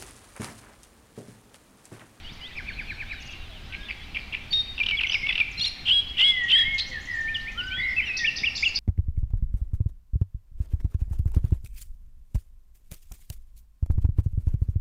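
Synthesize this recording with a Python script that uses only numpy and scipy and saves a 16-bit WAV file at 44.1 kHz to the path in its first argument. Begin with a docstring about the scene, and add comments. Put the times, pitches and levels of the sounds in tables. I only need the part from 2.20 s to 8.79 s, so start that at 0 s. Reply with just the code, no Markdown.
"""A still lake at dusk, loud with birds. A reed warbler close by rattles, rasps and growls, and holds reedy notes
built from overtones; a thrush flutes with gliding tones. Many small birds sweep and chip in short gliding tones,
others buzz, and a cuckoo calls faintly. Fading sparse echoes make the wooded shores answer. Below them lie
patchy noise for light wind, far traffic hum and microphone hiss, and small dull knocks on the camera."""
import sys
import numpy as np
from scipy import signal
from scipy.io import wavfile
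from scipy.ndimage import uniform_filter1d

SR = 44100
rng = np.random.default_rng(int(sys.argv[2]) if len(sys.argv) > 2 else 0)


def transcribe(signal):
    """Save signal, clipped to [-1, 1], as a 16-bit WAV file at the path in sys.argv[1]."""
    frames = np.atleast_2d(signal).T
    limited = np.clip(frames, -1, 1)
    pcm = np.round(limited * 32767).astype(np.int16)
    wavfile.write(sys.argv[1], SR, pcm)


def decibels_to_gain(level_db):
    """Convert a level in decibels to a linear amplitude gain (20 dB per decade)."""
    exponent = np.asarray(level_db, float) / 20
    return 10 ** exponent


N = 290615  # length of the scene in samples

# strengths of a reed's overtones, counting the low pitch itself as the first; the second is loudest: [level_db]
HIGH_REED = [-36, 0, -32, -49, -40, -52]
# share of a glide done at half the note: most of it, or little of it
EARLY, LATE = 0.77, 0.25


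def evened(x):
    """Scales a sound to an average strength (rms) of 1."""
    return x / np.sqrt(np.mean(x ** 2) + 1e-20)


def read_curve(points, hz):
    """Reads a curve of (Hz, value) points, with pitch spaced by its logarithm as the ear does."""
    point_hz, value = np.transpose(points)
    return np.interp(np.log(hz + 1), np.log(point_hz + 1), value)


def add(mix, start_s, sound):
    """Mixes a sound in at a time, cutting what runs past the end."""
    part = mix[round(start_s * SR):][:len(sound)]
    part += sound[:len(part)]


def drift(size, per_s):
    """Random wandering around 0: chance values, per_s of them a second, joined by straight lines."""
    knots = rng.standard_normal(int(size / SR * per_s) + 3)
    return np.interp(np.arange(size) / SR * per_s, np.arange(len(knots)), knots)


def arch(length_s, start, middle, end):
    """A smooth pitch curve, a parabola, through three pitches."""
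    u = np.linspace(0, 1, max(round(length_s * SR), 8))
    return start * (1 - u) * (1 - 2 * u) + 4 * middle * u * (1 - u) + end * u * (2 * u - 1)


def soft_edges(size, fade_s):
    """A level curve that fades in and out so that a note does not click."""
    return signal.windows.tukey(size, min(1, 2 * fade_s * SR / size))


def hump(size, lean, power):
    """A note swells and fades; lean under 1 puts the loudest point early."""
    return np.sin(np.pi * np.linspace(0, 1, size) ** lean) ** power


def sine(hz, flutter_db):
    """A pure tone whose level flutters in the moving air."""
    turns = np.cumsum(hz) / SR + rng.random()
    return np.sqrt(2) * np.sin(2 * np.pi * turns) * decibels_to_gain(flutter_db * drift(len(hz), 90))


def reed(hz, overtones_db):
    """Overtones of a low pitch that is itself weak; breath roughens them, the high ones most."""
    turns = np.cumsum(hz) / SR
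    tone = np.zeros(len(hz))
    for k, db in enumerate(overtones_db, 1):
        level = decibels_to_gain(db + 0.13 * k ** 2 * drift(len(hz), 150))
        tone += level * np.sin(2 * np.pi * k * turns)
    return np.sqrt(2) * tone * (1 + 0.07 * drift(len(hz), 1800))


def whistles(rows, flutter_db, power):
    """Short pure tones that glide through three pitches, each swelling and fading."""
    out = np.zeros(N)
    for start_s, length_s, *pitches, db in rows:
        hz = arch(length_s + 0.0037, *pitches)  # a little longer, for the quiet ends
        note = sine(hz, flutter_db) * hump(len(hz), 0.97, power)
        add(out, max(start_s - 0.002, 0), decibels_to_gain(db) * note)
    return out


def strokes(rows, stroke_s, drop, jitter, hiss, upper_db, chop):
    """Runs of short falling strokes from two voices, one pitched higher, chopped and blurred by breath."""
    out = np.zeros(N)
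    for start_s, length_s, hz, db in rows:
        t = np.arange(round(length_s * SR)) / SR
        stroke = t / length_s * max(1, round(length_s / stroke_s)) % 1  # 0 to 1 within each stroke
        falling_hz = hz * (1 + drop * (0.5 - stroke) + jitter * drift(len(t), 500))
        turns = np.cumsum(falling_hz) / SR
        upper = np.cumsum(hz * (1.2 + 2 * jitter * drift(len(t), 500))) / SR
        tone = np.sin(2 * np.pi * turns) + decibels_to_gain(upper_db) * np.sin(2 * np.pi * upper)
        tone += decibels_to_gain(-34) * np.sin(4 * np.pi * turns)  # faint octave
        chopped = 1 + chop * np.cos(2 * np.pi * 300 * (t - 0.0025))
        breath = 1 + hiss * drift(len(t), 4000)
        uneven_db = 1.9 * drift(len(t), 140) + 3.0 * t / 0.03  # a run swells
        size = np.sin(np.pi * stroke) ** 0.78 * decibels_to_gain(uneven_db)
        add(out, start_s, decibels_to_gain(db) * evened(tone * chopped * breath * size))
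    return out


def glides(rows, share):
    """Adds the middle pitch of each glide; share tells how much of the way is done by then."""
    return [(s, length, a, a + share * (b - a), b, db) for s, length, a, b, db in rows]


def series(first_s, spacing_s, first_db, last_db, count):
    """Evenly spaced times whose level moves steadily from first to last."""
    return zip(first_s + spacing_s * np.arange(count), np.linspace(first_db, last_db, count))


def repeated(notes, times):
    """Sings one phrase at each time, with every pitch a little changed."""
    rows = []
    for start_s, phrase_db in times:
        for lag_s, length_s, *pitches, db in notes:
            changed = np.array(pitches) * rng.normal(1, 0.0032)
            rows.append((start_s + lag_s, length_s, *changed, db + phrase_db))
    return rows


def warbler():
    """The near reed warbler: all the ways it sounds its voice, added up."""
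    return rattles() + rasps() + growls() + reedy_notes() + held_notes() + lead_ins()


def rattles():
    """Rattles and quickening rolls: falling strokes in quick runs."""
    # runs of strokes: [start_s, length_s, pitch_hz, level_db]
    runs = [(2.578, 0.0089, 2700, -30.5), (2.589, 0.006, 2700, -31), (2.599, 0.011, 2560, -26),
            (2.806, 0.014, 2710, -24), (2.832, 0.0078, 2900, -25), (3.065, 0.0093, 2687, -27),
            (3.087, 0.012, 2675, -25.5), (3.106, 0.01, 2523, -27)]
    # strokes of one roll: [after_start_s, length_s, pitch_hz, level_db relative to the roll]
    roll = [(0, .01, 2900, -2.5), (.029, .01, 2880, 0), (.053, .009, 2900, 0), (.065, .006, 2760, -3.5),
            (.075, .01, 2770, 0)]
    # when the roll is sung: [start_s, level_db]
    roll_times = [(2.632, -23.5), (2.866, -24), (3.124, -24)]
    return strokes(runs + repeated(roll, roll_times), stroke_s=0.0095, drop=0.22, jitter=0.06, hiss=0.22,
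                   upper_db=-9.5, chop=0.42)


def rasps():
    """A rasping call: shorter strokes, less chopped than the rattles."""
    # strokes of one call: [after_start_s, length_s, pitch_hz, level_db relative to the call]
    call = [(0, .013, 2650, -4), (.013, .006, 2300, -1), (.021, .008, 2400, 3), (.041, .01, 2550, -10)]
    # when it is sung: [start_s, level_db]
    call_times = [(1.523, -34), (1.685, -32), (1.946, -28.5), (2.124, -28.5)]
    return strokes(repeated(call, call_times), stroke_s=0.0045, drop=0.18, jitter=0.05, hiss=0.12,
                   upper_db=-8, chop=0.2)


def growls():
    """Harsh growls where the reed loses its pitch: pitch and level shake wildly."""
    # growls: [start_s, length_s, mean_pitch_hz, level_db]
    rows = [(2.325, .014, 1330, -32), (3.393, .011, 1380, -30), (3.449, .017, 1350, -27),
            (4.58, .022, 1370, -26)]
    # strengths of the overtones, the low pitch first: [level_db]
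    overtones_db = [-34, -9, 0, -15, -28, -39, -38, -46]
    out = np.zeros(N)
    for start_s, length_s, hz, db in rows:
        size = round(length_s * SR)
        shaken_hz = hz * (1 + 0.13 * drift(size, 1100))
        shaken = reed(shaken_hz, overtones_db) * (1 + 0.5 * drift(size, 1800))
        add(out, start_s, decibels_to_gain(db) * evened(shaken) * soft_edges(size, 0.003))
    return out


def reedy_notes():
    """Short reed notes that glide early; the lower ones ring most on the third overtone."""
    # notes, by the low pitch of the reed: [start_s, length_s, start_pitch_hz, end_pitch_hz, level_db]
    rows = [(2.308, 0.021, 2200, 2300, -33.5), (3.376, 0.021, 1355, 1400, -32.5),
            (3.4, .013, 1640, 1670, -29), (3.408, .009, 1660, 1850, -28), (3.412, .022, 1397, 1415, -25),
            (3.433, 0.0064, 1510, 1490, -30), (3.444, 0.007, 1580, 1950, -22),
            (3.462, 0.022, 1410, 1385, -25), (4.598, 0.018, 1400, 2150, -25),
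            (4.614, .016, 2140, 2090, -33)]
    # strengths of the overtones, the low pitch first: [level_db]
    low_reed = [-40, -9, 0, -17, -30, -40, -37, -47]
    out = np.zeros(N)
    for start_s, length_s, *pitches, db in glides(rows, EARLY):
        hz = arch(length_s + 0.004, *pitches)
        overtones_db = low_reed if max(pitches) < 1560 else HIGH_REED
        note = reed(hz, overtones_db) * hump(len(hz), 1.2, 0.45)
        add(out, start_s - 0.002, decibels_to_gain(db) * note)
    return out


def held_notes():
    """Long reed notes with a faint unsteady second voice above the loud overtone."""
    # one list of points a note, by the loud second overtone: [time_s, pitch_hz, level_db]
    notes = [
        [(2.326, 3711, -29), (2.334, 3681, -20), (2.354, 3733, -22), (2.414, 3692, -26), (2.43, 3732, -37)],
        [(3.704, 2899, -23), (3.714, 2962, -15), (3.726, 3254, -17), (3.734, 3332, -20), (3.792, 3278, -19),
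         (3.815, 3361, -32)],
        [(4.02, 2821, -25), (4.028, 2854, -16), (4.05, 3304, -17), (4.106, 3368, -18), (4.114, 3422, -24),
         (4.127, 3253, -31)],
        [(4.322, 3064, -19), (4.332, 3061, -15), (4.38, 3355, -19), (4.42, 3253, -19), (4.436, 3338, -32),
         (4.44, 3247, -33)],
    ]
    out = np.zeros(N)
    for rows in notes:
        s, hz, db = np.transpose(rows)
        t = np.arange(s[0], s[-1], 1 / SR)
        glide = uniform_filter1d(np.interp(t, s, hz), size=300, mode="nearest")
        gap_hz = 560 * (1 + 0.25 * drift(len(t), 200))
        second = decibels_to_gain(-24) * sine(glide + gap_hz, 5.5)
        voices = reed(glide / 2, HIGH_REED) + second
        add(out, s[0], decibels_to_gain(np.interp(t, s, db)) * voices * soft_edges(len(t), 0.0043))
    return out


def lead_ins():
    """Swelling lead-ins to the long notes: a reed with wobbling pitch and a rough, beating level."""
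    # lead-ins, by the low pitch of the reed: [start_s, length_s, pitch_hz, level_db reached at the end]
    rows = [(3.653, 0.053, 1509, -18), (3.968, 0.054, 1523, -16), (4.28, .046, 1495, -17)]
    out = np.zeros(N)
    for start_s, length_s, hz, db in rows:
        t = np.arange(round(length_s * SR)) / SR
        swell = t / length_s
        swing = 0.095 * swell ** 0.17 * np.sin(2 * np.pi * 68 * (length_s - t) + 4.18)
        wobble = 1 + swing + 0.04 * drift(len(t), 900)
        beat_hz = 300 + 90 * drift(len(t), 170)
        beat = 1 + 0.5 * np.sin(2 * np.pi * np.cumsum(beat_hz) / SR)
        rough = 1 + 0.1 * drift(len(t), 5000)
        level = decibels_to_gain(db - 17 * (1 - swell) ** 1.6) * soft_edges(len(t), 0.003)
        add(out, start_s, level * reed(hz * wobble, HIGH_REED) * beat * rough)
    return out


def thrush():
    """Flute notes: plain gliding tones, a fast quaver of pitch, and two voices beating together."""
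    # plain notes, one list of points each: [time_s, pitch_hz, level_db]
    flute = [
        [(3.975, 1844, -47), (3.997, 2028, -31), (4.063, 2189, -32), (4.249, 1889, -26), (4.28, 1917, -39)],
        [(4.445, 2063, -31), (4.469, 2146, -27), (4.519, 2189, -29), (4.559, 2126, -26), (4.575, 2154, -40)],
        [(5.345, 1200, -62), (5.383, 1414, -36), (5.469, 1529, -38), (5.555, 1504, -37), (5.565, 1586, -44)],
        [(5.98, 1847, -46), (5.996, 1913, -34), (6.018, 1893, -27), (6.054, 1792, -30), (6.075, 1774, -40)],
    ]
    # the quavering note: [time_s, mean_pitch_hz, level_db]
    quaver = [(5.565, 1850, -39), (5.6, 2040, -28), (5.66, 2100, -28), (5.748, 2020, -29)]
    # two-voiced notes, one list of points each: [time_s, pitch_hz midway, level_db, gap_hz between voices]
    duets = [
        [(4.712, 2010, -43, 73), (4.75, 1880, -31, 75), (4.8, 1676, -39, 75)],
        [(4.868, 1970, -41.5, 72), (4.9, 1970, -32, 78), (4.96, 1840, -30.5, 65), (5.015, 1810, -30, 42),
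         (5.04, 1800, -27, 1), (5.135, 1805, -27, 1)],
    ]
    out = np.zeros(N)
    for rows in flute + [quaver] + duets:
        s, *columns = np.transpose(rows)
        t = np.arange(s[0], s[-1], 1 / SR)
        hz, db, *gap = (np.interp(t, s, column) for column in columns)
        if rows is quaver:  # 95 Hz up and down, 61 times a second
            hz = hz + 95 * np.cos(2 * np.pi * 61 * (t - 5.603) + 0.2 * drift(len(t), 30))
        tone = sine(hz, 0.67)
        if gap:  # two near pitches beat at their gap
            turns = np.cumsum(hz) / SR
            apart = np.cumsum(gap[0]) / SR / 2 + 0.2
            lower = np.minimum(gap[0] / 45, 1) ** 2  # the lower voice fades as the gap closes below 45 Hz
            tone = np.sin(2 * np.pi * (turns + apart)) + lower * np.sin(2 * np.pi * (turns - apart))
        add(out, s[0], decibels_to_gain(db) * tone * soft_edges(len(t), 0.0094))
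    return out


def small_birds():
    """Pure gliding notes of many birds: swoops, flicks, arches and quick repeats."""
    # notes that glide early and level off: [start_s, length_s, start_pitch_hz, end_pitch_hz, level_db]
    swoops = [(0.082, 0.024, 3630, 2190, -50), (.175, .17, 2100, 1990, -53), (.295, .05, 2250, 2620, -51),
              (0.325, 0.02, 3020, 3650, -50), (.47, .04, 3300, 3650, -54), (1.32, .06, 3200, 3700, -55),
              (0.995, 0.25, 2880, 2785, -48.5), (1.5, 0.16, 1490, 1660, -50),
              (1.605, 0.025, 3700, 3620, -49), (1.652, 0.03, 3600, 3490, -44), (1.7, 0.03, 5200, 4400, -52),
              (1.765, 0.021, 3300, 3380, -50), (1.814, 0.02, 3310, 3410, -45),
              (2.605, 0.016, 2490, 2350, -21.5), (2.714, 0.04, 2400, 2230, -23),
              (2.752, 0.023, 3520, 4700, -51), (2.835, 0.021, 2850, 2100, -25),
              (2.943, 0.02, 2950, 2150, -21), (3.09, 0.018, 3000, 2000, -24),
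              (3.202, 0.018, 2680, 2310, -19), (3.312, .042, 7500, 4750, -52),
              (5.073, 0.033, 2050, 2500, -35), (5.146, 0.025, 3670, 2830, -27),
              (5.265, 0.038, 1870, 2540, -34), (5.465, .045, 7400, 4600, -56),
              (5.515, 0.098, 2960, 3420, -32), (5.62, 0.035, 3600, 4000, -43),
              (4.334, .018, 1980, 2080, -31), (5.766, .022, 2600, 2640, -23.5),
              (5.815, .025, 2450, 1900, -33), (5.855, 0.06, 6000, 5350, -51),
              (5.868, 0.065, 2930, 2480, -29), (6.29, 0.091, 5590, 5390, -49)]
    # notes that hold first and flick away late: [start_s, length_s, start_pitch_hz, end_pitch_hz, level_db]
    flicks = [(0.04, 0.07, 2860, 3850, -44.5), (0.21, 0.07, 2900, 3950, -41), (.105, .04, 4400, 7000, -57),
              (.365, .025, 5400, 4150, -54), (.485, .1, 4450, 3850, -53), (0.516, 0.029, 2700, 4000, -49),
              (.715, .07, 4450, 3770, -54), (0.675, 0.077, 4250, 3450, -50.5),
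              (1.095, .064, 3360, 2850, -53), (1.19, .1, 3900, 3150, -55), (1.315, 0.085, 3300, 2450, -52),
              (2.772, 0.018, 3400, 3100, -29.5), (2.784, 0.017, 3300, 1950, -22),
              (3.03, 0.045, 2160, 2290, -26.5), (3.086, 0.027, 3480, 3270, -32),
              (3.88, 0.024, 4250, 5600, -52), (5.203, 0.016, 3760, 4930, -46),
              (5.378, 0.039, 3104, 2657, -29), (5.507, 0.032, 2290, 2680, -35),
              (5.785, 0.024, 2640, 1980, -21.5), (5.925, 0.075, 2560, 2640, -33),
              (6.44, .038, 6050, 7900, -50)]
    # notes that bend and come back: [start_s, length_s, ends_pitch_hz, middle_pitch_hz, level_db]
    bends = [(0.85, 0.175, 3200, 3930, -51.5), (4.655, .05, 5000, 5900, -54),
             (5.469, 0.032, 3110, 2920, -39), (5.815, 0.049, 2595, 3090, -36.5),
             (5.866, .028, 4350, 3650, -46)]
    # repeated notes: [after_start_s, length_s, start_hz, middle_hz, end_hz, level_db relative to the phrase]
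    dip, zip_notes = [(0, .029, 2230, 1790, 2230, 0)], [(0, .02, 5600, 6350, 6850, -3), (.019, .009, 6400, 4950, 4250, 0)]
    # when they repeat: [first_s, spacing_s, first_db, last_db]
    dip_times, zip_times = (4.351, .0312, -28.5, -29), (1.005, .0505, -50, -50.5)
    arches = [(s, length, ends, middle, ends, db) for s, length, ends, middle, db in bends]
    notes = glides(swoops, EARLY) + glides(flicks, LATE) + arches
    notes += repeated(dip, series(*dip_times, count=3)) + repeated(zip_notes, series(*zip_times, count=3))
    return whistles(notes, 1.2, 0.37)


def whistled_phrases():
    """Two short phrases of pure gliding notes, a drop and a hook, each sung at even spacing."""
    # notes: [after_start_s, length_s, start_hz, middle_hz, end_hz, level_db relative to the phrase]
    drop_notes, hook_notes = [(0, .008, 2700, 2350, 2100, -12), (.01, .008, 2750, 2400, 2150, -8.5),
                              (.02, .022, 2700, 2350, 1950, -1.5), (.038, .022, 2000, 1680, 1380, -9.5)], [(0, 0.018, 2036, 2400, 2850, 0.5),
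                                            (.019, 0.012, 3750, 3300, 3050, -8),
                                            (.028, .028, 3080, 2760, 2640, 1.5)]
    # when they repeat: [first_s, spacing_s, first_db, last_db]
    drop_times, hook_times = (.353, .107, -30.5, -30), (6.042, .1925, -21.5, -20)
    phrases = repeated(drop_notes, series(*drop_times, count=6))
    phrases += repeated(hook_notes, series(*hook_times, count=3))
    return whistles(phrases, 1.0, 0.92)


def hidden_birds():
    """Chips, ticks and rising notes: fluttering pure glides scattered by the reeds."""
    # short notes of a bird deep in the reeds: [start_s, length_s, start_pitch_hz, end_pitch_hz, level_db]
    deep = [(2.866, .01, 5300, 6200, -48), (2.888, .012, 5700, 6100, -42), (2.909, .014, 4500, 5150, -40),
            (2.921, .014, 5050, 5650, -40), (2.94, .016, 4550, 5300, -38), (6.358, .04, 6100, 7600, -51),
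            (6.4, .04, 7600, 6050, -51)]
    # notes: [after_start_s, length_s, start_hz, middle_hz, end_hz, level_db relative to the phrase]
    chip, tick, rise = [(.002, 0.011, 3700, 5300, 6300, -5), (.013, .007, 4250, 4750, 5300, 0),
                        (.026, .006, 4100, 3600, 3300, -5)], [(0, 0.005, 7600, 6200, 5000, 0)], [(0, 0.036, 5300, 6500, 8000, 0)]
    # when they repeat: [first_s, spacing_s, first_db, last_db]
    chip_times, tick_times, rise_times = (5.965, .1935, -27.5, -27), (4.082, .1546, -50, -53), (4.665, .131, -58, -54)
    notes = repeated(chip, series(*chip_times, count=4)) + glides(deep, EARLY)
    notes += repeated(tick, series(*tick_times, count=9)) + repeated(rise, series(*rise_times, count=3))
    return thicket(whistles(notes, 3.0, 0.69))


def buzzing_birds():
    """Buzzy notes of farther birds: runs of barely falling strokes."""
    # notes: [start_s, length_s, pitch_hz, level_db]
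    rows = [(1.09, 0.012, 2660, -42.2), (1.13, 0.012, 2634, -42), (5.675, .07, 5200, -54),
            (5.835, .07, 2000, -41), (6.39, 0.04, 4900, -39), (6.472, 0.02, 4540, -40.5),
            (6.478, 0.02, 6500, -45.5)]
    return strokes(rows, stroke_s=0.0084, drop=0.068, jitter=0.035, hiss=0.2, upper_db=-30, chop=0.42)


def cuckoo():
    """A faint far cuckoo: low pure notes that glide early."""
    # calls: [start_s, length_s, start_pitch_hz, end_pitch_hz, level_db]
    calls = [(1.29, 0.067, 683, 625, -55.5), (4.68, 0.077, 535, 512, -53), (6.02, .12, 530, 515, -56)]
    return whistles(glides(calls, EARLY), 1.2, 1.0)


def far_chorus(count):
    """Faint random sweeps of birds too far to tell apart, the higher ones softer."""
    start, length, pitch, bend, slope, size = rng.random((count, 6)).T
    hz = 1900 * 2.7 ** pitch
    start_hz = hz * (1 - 0.3 * (slope - 0.5))
    middle_hz = hz * (1 + 0.036 * bend)
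    end_hz = hz * (1 + 0.4 * (slope - 0.6))
    level_db = -60.5 + 5.0 * size ** 2 - 7 * pitch
    rows = zip(start * N / SR, 0.015 + 0.04 * length, start_hz, middle_hz, end_hz, level_db)
    return thicket(whistles(rows, 6.9, 0.42))


def thicket(x):
    """Reeds and twigs on the way scatter a note into a short spray of noise-like echoes."""
    t = np.arange(round(0.25 * SR)) / SR
    spray = rng.standard_normal(len(t)) * decibels_to_gain(-60 * t / 0.2) * np.minimum(t / 0.004, 1)
    return x + decibels_to_gain(-4.5) * signal.fftconvolve(x, spray / np.linalg.norm(spray))[:N]


def shore(x):
    """Sparse echoes, first from the near reeds, then from the trees, each band dying at its own speed."""
    # time for the late echoes to fade by 60 dB: [pitch_hz, fade_s]
    fade_times = [(1500, 1.56), (3000, 1.14), (5000, 0.84), (9000, 0.6)]
    # strength of the echoes: [pitch_hz, level_db]
    echo_levels = [(1500, -5), (2500, -7), (3500, -11.5), (5000, -2), (7000, -9.5)]
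    taps = np.zeros(SR)
    count = (SR - 121) // 20
    places = np.arange(120, SR - 20, 20) + rng.integers(0, 20, count)
    taps[places] = rng.choice([-1.0, 1.0], count)
    hz, t, z = signal.stft(taps, SR, nperseg=128)
    hz = hz[:, None]
    trees = decibels_to_gain(-60 * t / read_curve(fade_times, hz))
    near_reeds = decibels_to_gain(3 - 60 * t / 0.12)
    fade = trees + near_reeds
    fade = fade / np.linalg.norm(fade, axis=1, keepdims=True) * decibels_to_gain(read_curve(echo_levels, hz))
    tail = signal.istft(z * fade, SR, nperseg=128)[1] * np.sqrt(len(t) / np.sum(taps ** 2))
    tail[round(0.042 * SR)] += decibels_to_gain(-25)  # one clear slap from a near bank
    return signal.fftconvolve(x, tail)[:N]


def knocks():
    """Small knocks of the hand on the camera: dull, fast-fading tones that fall from 150 Hz."""
    # knocks: [start_s, level_db before a cut of 2 dB and the fade]
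    rows = [(0.121, -28.5), (2.317, -30), (3.031, -27.5), (3.393, -25.5), (4.48, -24.5), (5.58, -28.5),
            (6.22, -26.5)]
    out, t = np.zeros(N), np.arange(2000) / SR
    for start_s, db in rows:
        push = np.sin(2 * np.pi * 150 * t * (1 - 6 * t))
        add(out, start_s, decibels_to_gain(db - 2 - 60 * t / 0.029) * push)
    return out


def air():
    """Patchy noise for wind, the blur of the whole chorus and microphone hiss, and narrow noise for far hum."""
    # balance of the noise, before it is scaled as a whole: [pitch_hz, level_db per Hz]
    spectrum = [(12, -31.5), (20, 2.5), (74, -3), (157, -14.5), (225, -14.5), (505, -26.5), (789, -24.5),
                (882, -26), (1500, -26), (2210, -23.5), (3260, -22), (7310, -43), (15500, -50.5)]
    # far hum: [pitch_hz, width_hz, level_db]
    hums = [(219.4, 17, -67.5), (790, 27, -66.5)]
    frames, hz = N // 512 + 5, np.fft.rfftfreq(2048, 1 / SR)[:, None]
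    a, b, patches = rng.standard_normal((frames, 1025, 3)).T
    # smoothing over time, then over pitch, leaves patches
    patches = uniform_filter1d(patches, 8, 1)
    patches = evened(uniform_filter1d(patches, 24, 0))
    patchy_db = read_curve([(60, 1.2), (1500, 0.7), (3000, 1.3), (9000, 0.5)], hz)
    z = (a + 1j * b) * decibels_to_gain(read_curve(spectrum, hz) + patchy_db * patches)
    noise = signal.istft(z, nperseg=2048, noverlap=1536)[1][:N]
    out = decibels_to_gain(-41.3) * evened(noise)
    for middle_hz, width_hz, db in hums:
        limits = [middle_hz - width_hz / 2, middle_hz + width_hz / 2]
        band = signal.butter(1, limits, "bandpass", fs=SR, output="sos")
        out = out + decibels_to_gain(db) * evened(signal.sosfilt(band, rng.standard_normal(N)))
    return out


def scene():
    """All birds with their echoes over the air; hidden and buzzing birds get 4 dB more echo."""
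    plain = warbler() + thrush() + small_birds() + whistled_phrases() + cuckoo() + far_chorus(count=500)
    echoing = hidden_birds() + buzzing_birds()
    echoes = shore(plain + decibels_to_gain(4) * echoing)
    return (plain + echoing + echoes + knocks() + air())[None]


def top_cut(x):
    """Nothing passes above the cut-off."""
    return signal.sosfilt(signal.butter(12, 15660, fs=SR, output="sos"), x)


def record(dry):
    """Turns the finished mix into what the camera keeps."""
    return top_cut(dry)


dry = scene()
out = record(dry)
transcribe(out)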